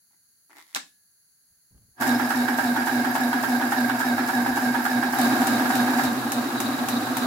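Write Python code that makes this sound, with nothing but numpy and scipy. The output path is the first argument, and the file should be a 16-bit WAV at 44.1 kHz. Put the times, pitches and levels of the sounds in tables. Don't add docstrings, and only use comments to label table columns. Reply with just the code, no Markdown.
import sys
import numpy as np
from scipy import signal
from scipy.fft import rfft, irfft, next_fast_len
from scipy.io import wavfile
from scipy.ndimage import map_coordinates

SR = 44100
rng = np.random.default_rng(int(sys.argv[2]) if len(sys.argv) > 2 else 0)


def inscribe(sig):
    pcm = np.round(np.clip(np.atleast_2d(sig).T, -1, 1) * 32767)
    wavfile.write(sys.argv[1], SR, pcm.astype(np.int16))


N = 320166
TIME = np.arange(N) / SR
TURN_S, DEAD_CENTRE_S = .2832, 2.071
TEETH = 70
FULL_SPEED_S = 2.012
TOP_HZ = 15900


def amp(db):
    return 10 ** (np.asarray(db) / 20)


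def unit(x):
    return x / np.sqrt(np.mean(x ** 2) + 1e-20)


def along(points, hz):
    point_hz, value = np.transpose(points)
    return np.interp(np.log(hz + 1), np.log(point_hz + 1), value)


def curves(rows):
    time_s, *columns = np.transpose(rows)
    return [np.interp(TIME, time_s, column) for column in columns]


def wobble(rate_hz):
    return map_coordinates(rng.standard_normal(int(N * rate_hz / SR) + 4), [TIME * rate_hz])


def filtered(x, response):
    size = next_fast_len(N + SR // 2)
    return irfft(rfft(x, size) * response(np.fft.rfftfreq(size, 1 / SR)), size)[..., :N]


# hz, likeness [0..1]
LIKENESS = [(60, 0.99), (130, 0.87), (260, 0.8), (500, 0.64), (800, 0.86), (1200, 0.078), (1800, 0.002),
            (3000, 0), (15000, 0.046)]


def stereo_noise():
    def mid_side(hz):
        turn = np.arccos(np.clip(along(LIKENESS, hz), -1, .999)) / 2
        return np.array([np.cos(turn), np.sin(turn)])
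    mid, side = filtered(rng.standard_normal((2, N)), mid_side)
    return np.array([mid + side, mid - side])


def shaped(x, spectrum):
    return unit(filtered(x, lambda hz: amp(along(spectrum, hz))))


def noise(spectrum):
    return shaped(stereo_noise(), spectrum)


def bursts(rows, t60_s, attack_s):
    power, t = np.zeros(N + SR), np.arange(SR // 2) / SR
    for start_s, level_db in rows:
        blow = amp(level_db - 60 * t / t60_s) * (1 - np.exp(-t / attack_s))
        power[round(start_s * SR):][:len(t)] += blow ** 2
    return np.sqrt(power[:N])


# hz, t60_s
ROOM_DECAY = [(150, 0.34), (1000, 0.19), (4000, 0.27), (9000, 0.25), (15000, 0.11)]


def room(x):
    hz, _, bins = signal.stft(rng.standard_normal((2, SR // 2)), SR, nperseg=256)
    _, t, _ = signal.stft(np.zeros(SR // 2), SR, nperseg=256)
    tail = signal.istft(bins * amp(-60 * t / along(ROOM_DECAY, hz)[:, None]), SR, nperseg=256)[1]
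    tail[:, :SR // 250] = 0
    return signal.fftconvolve(x, tail / np.linalg.norm(tail[0]), axes=1)[:, :N]


# hz, level_db
QUIET_SPECTRUM = [(25, -20), (70, -4), (200, -2.5), (500, -14.5), (1100, -14), (1600, -1.5), (2400, -16),
                  (3600, -17.5), (4450, 5), (5300, -12.5), (6600, 3), (8500, -16.5), (10800, 10.5),
                  (11800, -3.5), (15800, -1.5)]
QUIET_DB = -61.5


def quiet_room():
    return amp(QUIET_DB) * noise(QUIET_SPECTRUM)


def creaking(spectrum):
    slips = np.cumsum(110 * amp(3.5 * wobble(55))) / SR
    return shaped(stereo_noise() * np.exp(-4 * (slips % 1)), spectrum)


RUB_ATTACK_S, RUB_T60_S = 0.0071, 0.079


def strokes(rows):
    envelope = 0
    for start_s, length_s, level_db in rows:
        attack = 1 - np.exp(-np.maximum(TIME - start_s, 0) / RUB_ATTACK_S)
        release_s = np.maximum(TIME - start_s - length_s, 0)
        envelope = envelope + amp(level_db - 60 * release_s / RUB_T60_S) * attack
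    return envelope


# start_s, length_s, level_db
KNOB_RUBS = [(.105, .035, -71.5), (.493, .04, -55.5), (.551, 0.046, -51.5), (.735, .012, -52)]
# hz, level_db
CAM_SPECTRUM = [(60, -50), (190, -14), (320, 5), (480, -14), (850, 4), (1150, -3), (1450, 1), (1700, -3),
                (2050, 4), (2700, -12), (7000, -16), (15000, -28)]
# start_s, length_s, level_db
DETENT_RUBS = [(.555, 0.067, -53), (.655, 0.11, -61)]
# hz, level_db
DETENT_SPECTRUM = [(400, -25.5), (950, -9.5), (1500, -9), (2050, -1), (2700, -16.5), (3500, -9.5),
                   (12000, -18.5)]
# start_s, level_db, brightness [0 dull body .. 1 bright snap]
SWITCH_CLICKS = [(.748, -20.5, 0.98), (0.756, -29, .42), (.76, -25, 0.54), (0.761, -23.5, .16),
                 (0.768, -31.5, 0.58), (1.776, -68, .12)]
# hz, level_db
SNAP_SPECTRUM = [(300, -40), (1800, -26), (2800, -5.5), (3900, 2), (5200, -8), (7200, -0.5), (9000, -10),
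                 (11000, -11), (15800, -18)]
# hz, level_db
HOUSING_SPECTRUM = [(30, -66), (90, -40), (170, -13), (280, -1), (450, -13), (800, -3), (1150, 0),
                    (1520, 3), (2100, -7), (3400, -9), (5200, -13), (8000, -18), (15800, -25)]
HOUSING_CUT_HZ = 140


def main_switch():
    creak = strokes(KNOB_RUBS) * creaking(CAM_SPECTRUM) + strokes(DETENT_RUBS) * creaking(DETENT_SPECTRUM)
    bright = [(s, db + 10 * np.log10(np.clip(snap, 1e-3, 1))) for s, db, snap in SWITCH_CLICKS]
    dull = [(s, db + 10 * np.log10(np.clip(1 - snap, 1e-3, 1))) for s, db, snap in SWITCH_CLICKS]
    snaps = amp(9.0) * noise(SNAP_SPECTRUM) * bursts(bright, t60_s=0.009, attack_s=0.00028)
    body = amp(4.5) * noise(HOUSING_SPECTRUM) * bursts(dull, t60_s=0.041, attack_s=0.00093)
    high_pass = signal.butter(3, HOUSING_CUT_HZ, "high", fs=SR, output="sos")
    plastic = signal.sosfilt(high_pass, creak + snaps + body)
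    spring = bursts([(.76, -60.5)], t60_s=0.84, attack_s=.002) * np.sin(2 * np.pi * 1702 * TIME)
    return plastic + amp(-6.5) * room(plastic) + spring


# start_s, level_db
FINGER_THUDS = [(1.505, -70), (1.708, -52.5), (1.742, -47.5), (1.808, -52.5), (1.878, -58)]
# hz, level_db
THUD_SPECTRUM = [(25, 1), (70, 12), (170, 4), (350, -11), (650, -20.5), (2000, -31), (6000, -55)]
# start_s, level_db
GRIP_BUMPS = [(4.495, -36), (6.06, -37)]
# hz, level_db
BUMP_SPECTRUM = [(25, -6), (60, 8), (120, 4), (250, -20), (1000, -50)]


def hands():
    thuds = noise(THUD_SPECTRUM) * bursts(FINGER_THUDS, t60_s=0.23, attack_s=0.0059)
    bumps = noise(BUMP_SPECTRUM) * bursts(GRIP_BUMPS, t60_s=0.15, attack_s=0.006)
    return thuds + bumps


# hz, level_db
CLACK_SPECTRUM = [(150, -82), (500, -24), (800, 7.5), (1100, -2), (1600, 6), (2200, -14), (3200, -13),
                  (6000, -25), (15000, -22)]
# start_s, level_db
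CONTACTOR_CLACKS = [(1.977, -45)]
# start_s, level_db
JERK_TICKS = [(2.002, -34), (2.018, -44), (2.039, -28), (2.069, -24), (2.076, -23), (2.093, -22),
              (5.2145, -16.5)]
# hz, level_db
JERK_SPECTRUM = [(4000, -14), (7000, -10), (9500, -9.5), (13000, -9), (15800, -15)]
# start_s, level_db
SEAL_SQUEAKS = [(2.143, -29), (2.243, -36)]


def start_up():
    clack = noise(CLACK_SPECTRUM) * bursts(CONTACTOR_CLACKS, t60_s=0.11, attack_s=.004)
    ticks = noise(JERK_SPECTRUM) * bursts(JERK_TICKS, t60_s=.014, attack_s=.0003)
    tone = np.sin(2 * np.pi * 5200 * TIME + 1.0 * wobble(150))
    squeak = bursts(SEAL_SQUEAKS, t60_s=0.1, attack_s=0.0054) * tone
    dry_start = clack + ticks + squeak
    return dry_start + amp(-9.5) * room(dry_start)


# centre_turns, half_width_turns, panel_db, crank_db
LOAD_SURGES = [(.11, 0.094, -2, -3.5), (.275, 0.097, -1.4, 2.5), (.48, 0.088, -24, 0),
               (.605, 0.082, -2.5, -10), (.81, .075, -12.5, 0.5)]
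IDLE_LOAD_DB = -29
SURGE_EDGE = 4.3


def tooth_load(angle, place):
    power = amp(IDLE_LOAD_DB) ** 2
    for centre_turns, half_width_turns, panel_db, crank_db in LOAD_SURGES:
        away_turns = (angle - centre_turns + .5) % 1 - .5
        carried = (1 - place) * amp(panel_db) ** 2 + place * amp(crank_db) ** 2
        power = power + carried * np.exp(-np.abs(away_turns / half_width_turns) ** SURGE_EDGE)
    return 10 * np.log10(power)


RACE_SHARE, RACE_AT_TURNS, RACE_TURNS = 0.0691, .455, 0.0347
SAG_SHARE = 0.012


def crank():
    angle = (TIME - DEAD_CENTRE_S) / TURN_S
    released = (angle - RACE_AT_TURNS) % .5 / RACE_TURNS
    race = RACE_SHARE * released * np.exp(1 - released)
    speed = 1 + race - SAG_SHARE * amp(tooth_load(angle, np.zeros(N)))
    tooth = np.cumsum(speed / speed.mean()) * TEETH / TURN_S / SR + .035 * wobble(14)
    return angle, tooth


GROWL_DB, GROWL_SWING_DB, GROWL_PEAK_TURNS = -30.5, 4.5, 0.34


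def gear_hum(angle, tooth, load_db, place):
    phase = 2 * np.pi * tooth
    swell = amp(load_db + 0.21 * wobble(50) + 2 * place * wobble(55))
    second = amp(-26.5) * np.sin(2 * phase + 0.86 * wobble(30))
    third = amp(-14.5) * np.sin(3 * phase + 1.3 * wobble(50))
    mesh = swell * (np.sin(phase + 1.16 * place * wobble(50)) + second + third)
    mesh = filtered(mesh, lambda hz: 1 - 1 / (1 + (hz / 212) ** 20))
    growl_swing_db = GROWL_SWING_DB * np.cos(2 * np.pi * (angle - GROWL_PEAK_TURNS))
    growl_db = GROWL_DB + growl_swing_db + 6 * place + 1.7 * wobble(19)
    growl = amp(growl_db) * np.sin(phase / 2 + 1.8 * wobble(16))
    return np.sqrt(2) * (mesh + growl) * amp([[-.3], [.3]])


def tooth_scrapes(tooth, sharpness, scatter_db, repeat):
    index = np.floor(tooth + 1).astype(int)
    size = amp(scatter_db * rng.standard_normal(index.max() + 1))[index]
    worn = stereo_noise()[:, np.arange(N) % round(TURN_S * SR)]
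    grain = np.sqrt(repeat) * worn + np.sqrt(1 - repeat) * stereo_noise()
    return unit(size * np.exp(-sharpness * (tooth % 1)) * grain)


# mode_hz, width_hz, panel_db, crank_db
CASING_MODES = [(126, 13, -5, -3), (273, 34, 4.5, 4.5), (344, 8.7, 2.5, 1), (497, 4.7, -30, -1.5),
                (747, 59, 2.5, -2), (914, 63, -1, -8.5), (1200, 390, -10.5, -7.5), (1633, 69, 2.5, -5),
                (2234, 126, -12, -54), (4748, 26, -11, -18), (5200, 34, -14, -21), (5420, 66, -18.5, -49),
                (7000, 70, -28, -37), (10600, 100, -23, -36)]
# hz, level_db
PLATE_SPECTRUM = [(30, -62), (90, -42), (200, -32), (450, -29), (600, -7), (1000, -17.5), (1700, -44),
                  (2300, -46), (3200, -42), (6000, -51), (15000, -60)]


def gear_rattle(tooth, place):
    drive = tooth_scrapes(tooth, sharpness=0.24, scatter_db=1.0, repeat=0.52)

    def casing(hz, side):
        total = amp(along(PLATE_SPECTRUM, hz)) ** 3
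        for mode_hz, width_hz, *side_db in CASING_MODES:
            resonance = hz * width_hz / (mode_hz ** 2 - hz ** 2 + 1j * hz * width_hz)
            total = total + np.abs(amp(side_db[side]) * resonance) ** 3
        return total ** (1 / 3) * (hz / np.hypot(hz, 75)) ** 2

    over = unit(filtered(drive, lambda hz: casing(hz, 0)))
    beside = unit(filtered(drive, lambda hz: casing(hz, 1)))
    return over + place * (beside - over)


def with_speed(x, tooth):
    clock = (tooth - tooth[0]) * TURN_S / TEETH * SR
    return np.array([map_coordinates(channel, [clock], mode="nearest") for channel in x])


# hz, level_db
AIR_SPECTRUM = [(1650, -14.5), (2800, -0.5), (3330, -23), (3910, -13.5), (4170, -4.5), (5070, 0),
                (5950, -4), (6820, -0.5), (9180, -6), (10600, 0), (12500, -3.5), (15100, -2.5),
                (15800, -6.5)]
# hz, level_db
TOOTH_TICK_SPECTRUM = [(6000, -32), (9800, -22), (10600, 2), (11600, -1.5), (12700, 8), (14000, -16),
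                       (15800, -5.5)]
# hz, level_db
SEAL_SPECTRUM = [(3000, -25.5), (3600, -4.5), (3860, 7.5), (4020, -1), (4400, -4), (5200, -16),
                 (7000, -35.5)]


def air(angle, tooth, place):
    def puff(start_turns, life_turns):
        return np.exp(-((angle - start_turns) % 1) / life_turns)

    hiss_scrapes = tooth_scrapes(tooth, sharpness=0.2, scatter_db=1.0, repeat=0.0776)
    tick_scrapes = tooth_scrapes(tooth, sharpness=3.8, scatter_db=3.5, repeat=0.28)
    breath_db = 8.3 * (1 - place) * puff(0.783, 0.15) + 3.5 * puff(1.0, 0.41) - 4.5
    breeze = amp(breath_db) * shaped(hiss_scrapes, AIR_SPECTRUM)
    ticks = amp(-7.0 - 7.2 * place) * shaped(tick_scrapes, TOOTH_TICK_SPECTRUM)
    stroke_db = 2.4 * np.cos(2 * np.pi * (angle - .2)) + 1.1 * np.cos(4 * np.pi * (angle - .15))
    rub_db = -9 + 3 * place + stroke_db + 2.44 * wobble(60)
    return breeze + ticks + amp(rub_db) * noise(SEAL_SPECTRUM)


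def every_turn(share):
    times_s = DEAD_CENTRE_S + (np.arange(-1, TIME[-1] / TURN_S) + share) * TURN_S
    return times_s[(times_s > FULL_SPEED_S - TURN_S / 20) & (times_s < TIME[-1])]


# at_turns, panel_db, crank_db
PLAY_KNOCKS = [(.439, -15.5, -31.5), (.642, -24, -21), (.816, -16, -26), (.842, -21, -33)]
# mode_hz, level_db, t60_s
ROD_MODES = [(779.7, -5.5, 0.19), (858.6, -3.5, 0.1), (904, 1.5, 0.048), (1168, -2.5, 0.03),
             (1355, -13, 0.31), (1493, -14.5, 0.092), (1643, -10, 0.14), (1713, -21, 0.052),
             (2204, -17.5, 0.17)]
KNOCK_SCATTER_DB = 0.3


def knocks(place):
    blows = []
    for at_turns, panel_db, crank_db in PLAY_KNOCKS:
        for start_s in every_turn(at_turns):
            heard_db = panel_db + np.interp(start_s, TIME, place) * (crank_db - panel_db)
            blows.append((start_s, heard_db + KNOCK_SCATTER_DB * rng.standard_normal()))
    ring, t = np.zeros((2, N + SR)), np.arange(SR // 8) / SR
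    mode_hz, mode_db, t60_s = np.transpose(ROD_MODES)[..., None]
    for start_s, blow_db in blows:
        scatter_db = 1.3 * rng.standard_normal((2, len(ROD_MODES), 1))
        strength = amp(blow_db + mode_db + scatter_db) * rng.choice([-1, 1], mode_hz.shape)
        blow_hz = mode_hz * (1 + 0.014 * rng.standard_normal(mode_hz.shape))
        modes = np.sin(2 * np.pi * blow_hz * t) * amp(-60 * t / t60_s)
        ring[:, round(start_s * SR):][:, :len(t)] += (strength * modes).sum(1) * (1 - np.exp(-t / 0.0011))
    fading = bursts(blows, t60_s=.09, attack_s=.0018) * amp(2 * wobble(300))
    clack = amp(-9.5) * ring[:, :N] + amp(-5.5) * noise(CLACK_SPECTRUM) * fading
    return clack + amp(-4.5) * room(clack)


LULL_DB, LULL_HALF_WIDTH_TURNS, LULL_LEAD_TURNS = -1.5, 0.1, 0.071


def lull_db(angle, place):
    hardest_db = max(panel_db for _, panel_db, _ in PLAY_KNOCKS)
    lull = 0
    for at_turns, panel_db, crank_db in PLAY_KNOCKS:
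        away_turns = (angle - at_turns + LULL_LEAD_TURNS + .5) % 1 - .5
        hardness = amp(panel_db + place * (crank_db - panel_db) - hardest_db)
        lull = lull + hardness * np.exp(-(away_turns / LULL_HALF_WIDTH_TURNS) ** 2)
    return LULL_DB * lull


# hz, level_db
VALVE_SPECTRUM = [(400, -25), (950, 7.5), (1500, 0), (2500, -1.5), (4500, -6.5), (7000, -0.5), (9000, -4),
                  (12000, 0.5), (15500, -12.5)]
VALVE_DB = -17
VALVE_HIDDEN_DB, VALVE_OPEN_PLACE = -57, 0.45


def valves(place):
    screen_db = VALVE_HIDDEN_DB * np.clip(1 - place / VALVE_OPEN_PLACE, 0, 1)
    snaps = [(s, VALVE_DB + np.interp(s, TIME, screen_db)) for s in every_turn(0)]
    tick = amp(-3.5) * bursts(snaps, t60_s=0.021, attack_s=0.00031)
    puff = amp(-7.0) * bursts(snaps, t60_s=0.097, attack_s=0.0061)
    spit = noise(VALVE_SPECTRUM) * (tick + puff)
    return spit + amp(-11) * room(spit)


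# hz, difference_db
PANEL_LEAN = [(100, 3), (250, 0), (700, 1), (1250, -3.5), (1700, -11), (2400, -1.5), (4400, 1),
              (15000, 1.5)]


def leaning(x, place):
    over = filtered(x, lambda hz: amp(np.outer([.5, -.5], along(PANEL_LEAN, hz))))
    return over + 0.51 * place * (x - over)


OVERSHOOT_DB, SETTLE_S = 3, .2


def running_db(layer, place):
    panel_db, beside_db, rise_db_per_s = layer
    since_s = TIME - FULL_SPEED_S
    rise_db = rise_db_per_s * np.minimum(since_s, 0)
    overshoot_db = OVERSHOOT_DB * np.exp(-np.maximum(since_s, 0) / SETTLE_S)
    return panel_db + beside_db * place + rise_db + overshoot_db


# time_s, place [0 over panel .. 1 beside crank], nearness_db
MICROPHONE_PATH = [(5.14, 0.033, 0.5), (5.21, .6, 5), (5.85, 0.41, 3), (6.05, 0.4, 4), (6.1, 0.96, -0.4),
                   (7.26, 1, 0.3)]
# panel_db, beside_change_db, rise_db_per_s
HUM_LEVEL = (-21.5, -5.5, 3400)
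# panel_db, beside_change_db, rise_db_per_s
RATTLE_LEVEL = (-27, -1.26, 860)
# panel_db, beside_change_db, rise_db_per_s
HISS_LEVEL = (-38, 1.3, 1500)
RATTLE_FOLLOWS = 0.068


def compressor():
    angle, tooth = crank()
    place, near_db = curves(MICROPHONE_PATH)
    load_db = tooth_load(angle, place)
    hum = amp(running_db(HUM_LEVEL, place)) * gear_hum(angle, tooth, load_db, place)
    stroke_db = RATTLE_FOLLOWS * load_db + lull_db(angle, place) + 0.4 * wobble(30)
    rattle_gain = amp(running_db(RATTLE_LEVEL, place) + stroke_db)
    rattle = rattle_gain * with_speed(gear_rattle(tooth, place), tooth)
    hiss = amp(running_db(HISS_LEVEL, place)) * air(angle, tooth, place)
    machine = hum + leaning(rattle + knocks(place) + hiss, place)
    return amp(near_db) * machine + valves(place)


def scene():
    return quiet_room() + main_switch() + hands() + start_up() + compressor()


def record(dry):
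    return filtered(dry, lambda hz: hz < TOP_HZ)


dry = scene()
out = record(dry)
inscribe(out)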